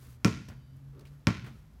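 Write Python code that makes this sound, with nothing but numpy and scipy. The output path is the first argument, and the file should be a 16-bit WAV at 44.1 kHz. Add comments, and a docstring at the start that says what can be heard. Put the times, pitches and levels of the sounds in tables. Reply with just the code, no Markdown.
"""A concrete backyard court, one microphone some metres from a basketball that is dribbled twice.
A shoe scuffs, then at 0.25 s the ball lands: a sharp slap, a low thump and a short ring of the air
inside, thrown back by house and fence. Shoes and hands tap and scuff faintly and a thin metallic ring
lingers. The second, duller bounce comes at 1.27 s, followed by a few more taps. All the while, far
off, an engine slowly speeds up and an insect buzzes over the rumble of the neighbourhood."""
import sys
import numpy as np
from scipy import signal
from scipy.fft import rfft, irfft
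from scipy.io import wavfile

SR = 44100
rng = np.random.default_rng(int(sys.argv[2]) if len(sys.argv) > 2 else 0)


def file_out(sig):
    """Save sig as 16-bit WAV at sys.argv[1]."""
    # one column per channel
    cols = np.atleast_2d(sig).T
    # limit, then scale
    lim = np.clip(cols, -1, 1)
    pcm = np.round(lim * 32767).astype(np.int16)
    wavfile.write(sys.argv[1], SR, pcm)


N = 79380
T = np.arange(N) / SR
HZ = np.fft.rfftfreq(N, 1 / SR)


# The ball landing, some metres off (time [s], slap [dB], push [dB], thump [dB], thump pitch [ratio],
# thump tilt [dB/octave], treble tilt [dB/octave], ring [dB], yard [dB], fence echo [dB])
BALL_BOUNCES = [(0.2468, -1, -26.5, -2, 1.015, 5, 1.5, -9.5, 2.5, -2),
                (1.2704, 0.5, -12, -1.6, .993, -1, -9.5, -12.5, 2, 0)]
def bounce(s, slap_db, push_db, thump_db, pitch, tilt_db, treble_db, ring_db, yard_db, fence_db):
    """The ball slaps, pushes air, thumps and rings; walls and yard answer."""
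    slap = amp(slap_db) * rubber_slap()
    thump = amp(thump_db) * ball_thump(pitch, tilt_db)
    direct = slap + amp(push_db) * air_push() + thump + amp(ring_db) * air_ring()
    reflected = wall_echoes(slap, thump, fence_db) + amp(yard_db) * (near_scatter() + yard_tail())
    colour = hollow_colour() + treble_db * octaves(4130, 6060)
    return late(through(direct + reflected, causal(colour)), s)


# Spectrum of rubber hitting concrete (frequency [Hz], level [dB])
SLAP_COLOUR = [(60, 2.5), (400, 6), (800, -15.5), (1400, 3), (2500, 6), (3000, 3.5), (4300, -2.5),
               (5300, 2), (7000, -4), (9000, -16), (12500, -19.5), (16000, -35)]
# Modes of the rubber skin (frequency [Hz], level [dB], t60 [s])
SKIN_MODES = [(1534, -26, 0.015), (2450, -19.5, 0.0025), (5340, -18.5, 0.0043)]
def rubber_slap():
    """Rubber strikes concrete with a click, and the skin rings briefly."""
    click = through(signal.unit_impulse(N), causal(read(SLAP_COLOUR)))
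    return skin_flex(click + sum(mode(*row) for row in SKIN_MODES))


# Bands the flexing skin delays (frequency [Hz], width [Hz])
FLEX_BANDS = [(2300, 2100), (5300, 7700), (10000, 4900)]
def skin_flex(x):
    """The flexing skin smears the slap in time; all-pass filters leave its spectrum's level alone."""
    for hz, width in FLEX_BANDS:
        radius = np.exp(-np.pi * width / SR)
        poles = np.array([1, -2 * radius * np.cos(2 * np.pi * hz / SR), radius * radius])
        x = signal.lfilter(poles[::-1], poles, x)
    return x


def air_push(length_s=0.01058, hz=204.9):
    """The flattening ball pushes out one short pulse of air."""
    window = (T < length_s) * np.sin(np.pi * T / length_s) ** 2
    return window * np.cos(2 * np.pi * hz * (T - length_s / 2))


# Low modes of the thump (frequency [Hz], level [dB], t60 [s])
THUMP_MODES = [(70.2, -34, 0.59), (103.75, -5.5, 0.089), (185.5, -9.5, 0.068), (222.6, -14.5, .15),
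               (289.7, -7, 0.036), (378, -31, 0.1), (433.3, -31.5, 0.12), (538, -38, .1),
               (662, -26.5, 0.022)]
def ball_thump(pitch, tilt_db, rise_s=0.013):
    """Low modes of alternating sign swell and die, their levels tilted about the second mode."""
    pivot_hz = THUMP_MODES[1][0]
    modes = sum((-1) ** k * mode(hz * pitch, db + tilt_db * np.log2(hz / pivot_hz), t60)
                for k, (hz, db, t60) in enumerate(THUMP_MODES))
    return modes * (1 - np.exp(-T / rise_s))


# Modes of the air in the ball (frequency [Hz], level [dB], t60 [s])
CAVITY_MODES = [(957, -33.5, 0.18), (1055, -36, 0.31), (1142, -30, .22), (1288, -37.5, 0.28),
                (1353, -32, 0.21), (1428, -41.5, 0.62), (1558, -39.5, 0.24), (1872, -35, 0.27),
                (2000, -59, 0.18), (2170, -43, .33), (2336, -36, 0.26), (2432, -29.5, 0.18),
                (2720, -48, 0.22)]
def air_ring():
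    """The enclosed air rings after the blow, its modes alternating in sign by pairs."""
    return sum((-1) ** (k // 2) * mode(*row) for k, row in enumerate(CAVITY_MODES))


# Peaks and dips of the ball (frequency [Hz], width [Hz], gain [dB])
HOLLOW_BANDS = [(513, 52, 1), (820, 180, -5.5), (1003, 160, 3.5), (1240, 42, -9), (1367, 120, 6.5),
                (2480, 390, 1.5), (2850, 84, -7.5)]
def hollow_colour():
    """The ball's hollow colour in dB, heard in the direct sound and all its reflections."""
    return sum(db / (1 + (2 * (HZ - hz) / width) ** 2) for hz, width, db in HOLLOW_BANDS)


# Reflections reaching the microphone (delay [s], slap level [dB], thump level [dB])
WALL_ECHOES = [(.0018, -10.5, -46), (.0061, -31, -4.5), (0.011, -18, -24), (.0269, -18, -17.5),
               (.0343, -15.5, -15.5), (.0788, -21, -24.5), (.1012, -22.5, -28), (.1112, -32, -42),
               (.1257, -26, -27), (.1542, -38, -29.5), (.2343, -45, -29)]
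def wall_echoes(slap, thump, fence_db, dull_hz=5500, fence_after_s=.06):
    """Ground, house and, later, the fence throw back the thump and a dulled slap."""
    dull = through(slap, causal(-10 * np.log10(1 + (HZ / dull_hz) ** 2)))
    return sum(late(amp(slap_db + fence_db * (delay > fence_after_s)) * dull + amp(low_db) * thump, delay)
               for delay, slap_db, low_db in WALL_ECHOES)


# Spectrum of the near scatter (frequency [Hz], level [dB])
SCATTER_COLOUR = [(60, -15.5), (250, 15.5), (420, 11), (800, 8.5), (1400, 2), (2400, 0.5), (3600, -9),
                  (5800, -5), (9000, -17.5), (16000, -28)]
def near_scatter():
    """Nearby surfaces scatter a quick, dense burst that dies evenly at all frequencies."""
    return diffuse(SCATTER_COLOUR, t60s=[(1, 0.13)], rise_s=0.00063)


# Spectrum of the yard's reverberation (frequency [Hz], level [dB])
YARD_COLOUR = [(30, -2), (80, 13), (160, 17), (300, 10), (450, -3.5), (800, -7.5), (1400, -6), (2400, -3.5),
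               (3600, -10), (6200, -11), (8500, -23.5), (16000, -32.5)]
# Its decay (frequency [Hz], t60 [s])
YARD_DECAY = [(80, 1), (250, 0.38), (1500, 0.56), (5500, 0.57), (10000, 0.5), (16000, 0.29)]
def yard_tail():
    """The whole yard answers with a longer tail, the bass lasting longest."""
    return diffuse(YARD_COLOUR, YARD_DECAY, rise_s=.012)


# Shoe and hand contacts (time [s], grit [dB], decay [s], tilt [dB/octave], knock [Hz], thud [dB])
PLAYER_TAPS = [(0.485, -45, 0.0082, 1, 5335, -41.5), (0.498, -46, 0.032, -2, 1650, -44.5),
               (0.767, -62, 0.0027, 20, 5850, -52.5), (0.994, -52, 0.0027, 5, 4330, -58),
               (1.008, -58.5, 0.0066, 3, 4660, -81), (1.052, -55.5, 0.013, 1.5, 2470, -74),
               (1.069, -59, 0.015, 1.5, 4600, -71), (1.408, -62, 0.014, -9, 1990, -38.5),
               (1.444, -48.5, 0.02, -0.5, 2000, -49), (1.462, -44, 0.03, -1, 1240, -47.5)]
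# Spectrum of their grit (frequency [Hz], level [dB])
GRIT_COLOUR = [(150, 22), (500, 7), (900, 9), (1500, 4.5), (3200, 3), (5500, -4.5), (8000, -7),
               (13000, -9.5), (16000, -11)]
def tap(s, db, decay_s, tilt_db, knock_hz, thud_db):
    """A shoe or hand makes a short gritty contact with one resonance, over a soft thud."""
    knock_db, knock_octaves = 8.5, .25
    thud_hz, thud_s, rise_s = 125.4, 0.048, 0.00071
    knock = knock_db / (1 + (np.log2((HZ + 1) / knock_hz) / knock_octaves) ** 2)
    colour = read(GRIT_COLOUR) + knock + tilt_db * octaves(290, 9900)
    grit = amp(db) * noise(colour) * np.exp(-T / decay_s)
    thud = amp(thud_db) * np.sin(2 * np.pi * thud_hz * T) * np.exp(-T / thud_s)
    return late((grit + thud) * (1 - np.exp(-T / rise_s)), s)


# Shoe strokes on the court (time [s], length [s], level [dB], tilt [dB/octave])
SHOE_SCUFFS = [(-.03, 0.21, -63, 4), (0.914, 0.17, -58.5, -3.5), (1.073, .12, -66.5, 1),
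               (1.495, .15, -70, 2)]
# Spectrum of the brushing sole (frequency [Hz], level [dB])
SOLE_COLOUR = [(200, 9.5), (420, 20.5), (760, 0.5), (1200, 8.5), (2000, -0.5), (6000, -9), (9000, -11.5),
               (13000, -12.5), (16000, -16)]
def scuff(start, length, db, tilt_db, edge_s=0.052):
    """A shoe brushes over grass and concrete with a grainy hiss."""
    stroke = np.clip(np.minimum(T - start, start + length - T) / edge_s, 0, 1)
    grain = amp(1.35 * noise(-40 * np.log10(1 + HZ / 150)))
    return amp(db) * stroke * grain * noise(read(SOLE_COLOUR) + tilt_db * octaves(260, 12000))


# Faint metallic tones (frequency [Hz], level [dB])
TINKLE_TONES = [(3036, -78), (3760, -84.5), (4705, -82)]
def tinkle(start_s=.52, rise_s=.04, hold_s=.21, decay_s=.04):
    """A thin, wavering metallic ring lingers after the first bounce."""
    level = np.minimum(T / rise_s, 1) * np.exp(-np.maximum(T - hold_s, 0) / decay_s)
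    tones = sum(amp(db) * np.sin(2 * np.pi * hz * T) * (1 + .45 * drift(60)) for hz, db in TINKLE_TONES)
    return late(level * tones, start_s)


# An engine far from the yard (time [s], firing rate [Hz], level [dB])
ENGINE_RUN = [(0, 130, -51.5), (0.141, 122.4, -54.5), (.2, 123.2, -61), (0.549, 126.7, -50),
              (0.659, 129.4, -51.5), (.79, 138.2, -50), (0.921, 136.5, -49.5), (1.04, 138.4, -56),
              (1.131, 142.9, -47.5), (1.22, 142.2, -59), (1.601, 150, -59), (1.8, 153.4, -65.5)]
def engine(octave_db=-21, waver=.17):
    """At this distance an engine is just its wavering firing note and the octave above."""
    s, hz, db = np.transpose(ENGINE_RUN)
    phase = 2 * np.pi * np.cumsum(np.interp(T, s, hz)) / SR
    note = unit(np.sin(phase) + amp(octave_db) * np.sin(2 * phase))
    return amp(np.interp(T, s, db)) * (1 + waver * drift(20)) * note


def insect(hz=11300, width_hz=180, pulse_hz=71.5, pulse_share=.15, db=-86):
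    """A distant insect sounds a narrow high band in short rapid pulses."""
    pulses = .5 + np.exp(-((T * pulse_hz % 1 - .5) / pulse_share) ** 2)
    band = noise(-20 * np.log10(1 + ((HZ - hz) / width_hz) ** 2))
    return amp(db) * unit(band * pulses)


# Open-air ambience at the microphone (frequency [Hz], level [dB])
AMBIENCE_COLOUR = [(20, -34), (42, 9.5), (85, 6.5), (130, -4), (240, -5.5), (350, -17), (700, -22),
                   (1400, -24.5), (2500, -31), (6000, -36), (10200, -41.5), (15500, -39), (16200, -58)]
def ambience(db=-54.5, swell_db=.7):
    """Neighbourhood rumble and hiss, slightly uneven in level."""
    return amp(db) * amp(swell_db * drift(50)) * noise(read(AMBIENCE_COLOUR))


def diffuse(colour, t60s, rise_s, clump_db=1.5):
    """Clumped diffuse reflections that swell, then die band by band."""
    clumps = amp(clump_db * noise(read([(5, -40), (40, 0), (200, 0), (900, -40)])))
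    hz, t, bands = signal.stft(clumps * rng.choice([-1., 1.], N), SR, nperseg=256)
    t60 = read(t60s, hz)[:, None]
    dying = signal.istft(bands * amp(-60 * t / t60), SR, nperseg=256)[1][:N]
    tail = unit(dying * (1 - np.exp(-T / rise_s))) / np.sqrt(N)
    return through(tail, causal(read(colour)))


def mode(hz, db, t60):
    """One dying partial."""
    return amp(db) * np.exp(-np.log(1000) * T / t60) * np.sin(2 * np.pi * hz * T)


def amp(db):
    """Decibels to gain."""
    return 10 ** (np.asarray(db) / 20)


def unit(x):
    """Scales to rms 1."""
    return x / np.sqrt(np.mean(x ** 2) + 1e-20)


def read(points, hz=HZ):
    """Reads a curve on a log-frequency axis."""
    f, value = np.transpose(points)
    return np.interp(np.log(hz + 1), np.log(f + 1), value)


def octaves(lo_hz, hi_hz):
    """Octaves above lo_hz, held beyond both ends."""
    return np.log2(np.clip(HZ, lo_hz, hi_hz) / lo_hz)


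def causal(db):
    """Minimum-phase impulse response with the given spectrum."""
    cepstrum = irfft(np.log(amp(db)), N)
    cepstrum[1:N // 2] *= 2
    cepstrum[N // 2 + 1:] = 0
    return irfft(np.exp(rfft(cepstrum)), N)[:4096]


def noise(db):
    """Noise of rms 1 with the given spectrum."""
    return unit(irfft(rfft(rng.standard_normal(N)) * amp(db), N))


def drift(corner_hz):
    """Slow random motion of rms 1."""
    return noise(-60 * np.log10(1 + HZ / corner_hz))


def through(x, response):
    """Convolves and cuts to length."""
    return signal.fftconvolve(x, response)[:N]


def late(x, s):
    """Delays by s seconds."""
    return np.r_[np.zeros(max(round(s * SR), 0)), x][:N]


def scene(tap_yard_db=-22.5):
    """Ball, player and background as they reach the microphone, in mono."""
    taps = sum(tap(*row) for row in PLAYER_TAPS)
    taps = taps + amp(tap_yard_db) * through(taps, yard_tail())
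    ball = sum(bounce(*row) for row in BALL_BOUNCES)
    scuffs = sum(scuff(*row) for row in SHOE_SCUFFS)
    return (ball + taps + scuffs + tinkle() + engine() + insect() + ambience())[None]


def record(dry, low_cut_hz=48, top_hz=16200):
    """The microphone's bass roll-off and the recorder's band limit."""
    low_cut = signal.butter(4, low_cut_hz, "high", fs=SR, output="sos")
    band_limit = signal.firwin(511, top_hz, window=("kaiser", 9), fs=SR)
    return signal.oaconvolve(signal.sosfilt(low_cut, dry), band_limit[None], "same")


dry = scene()
out = record(dry)
file_out(out)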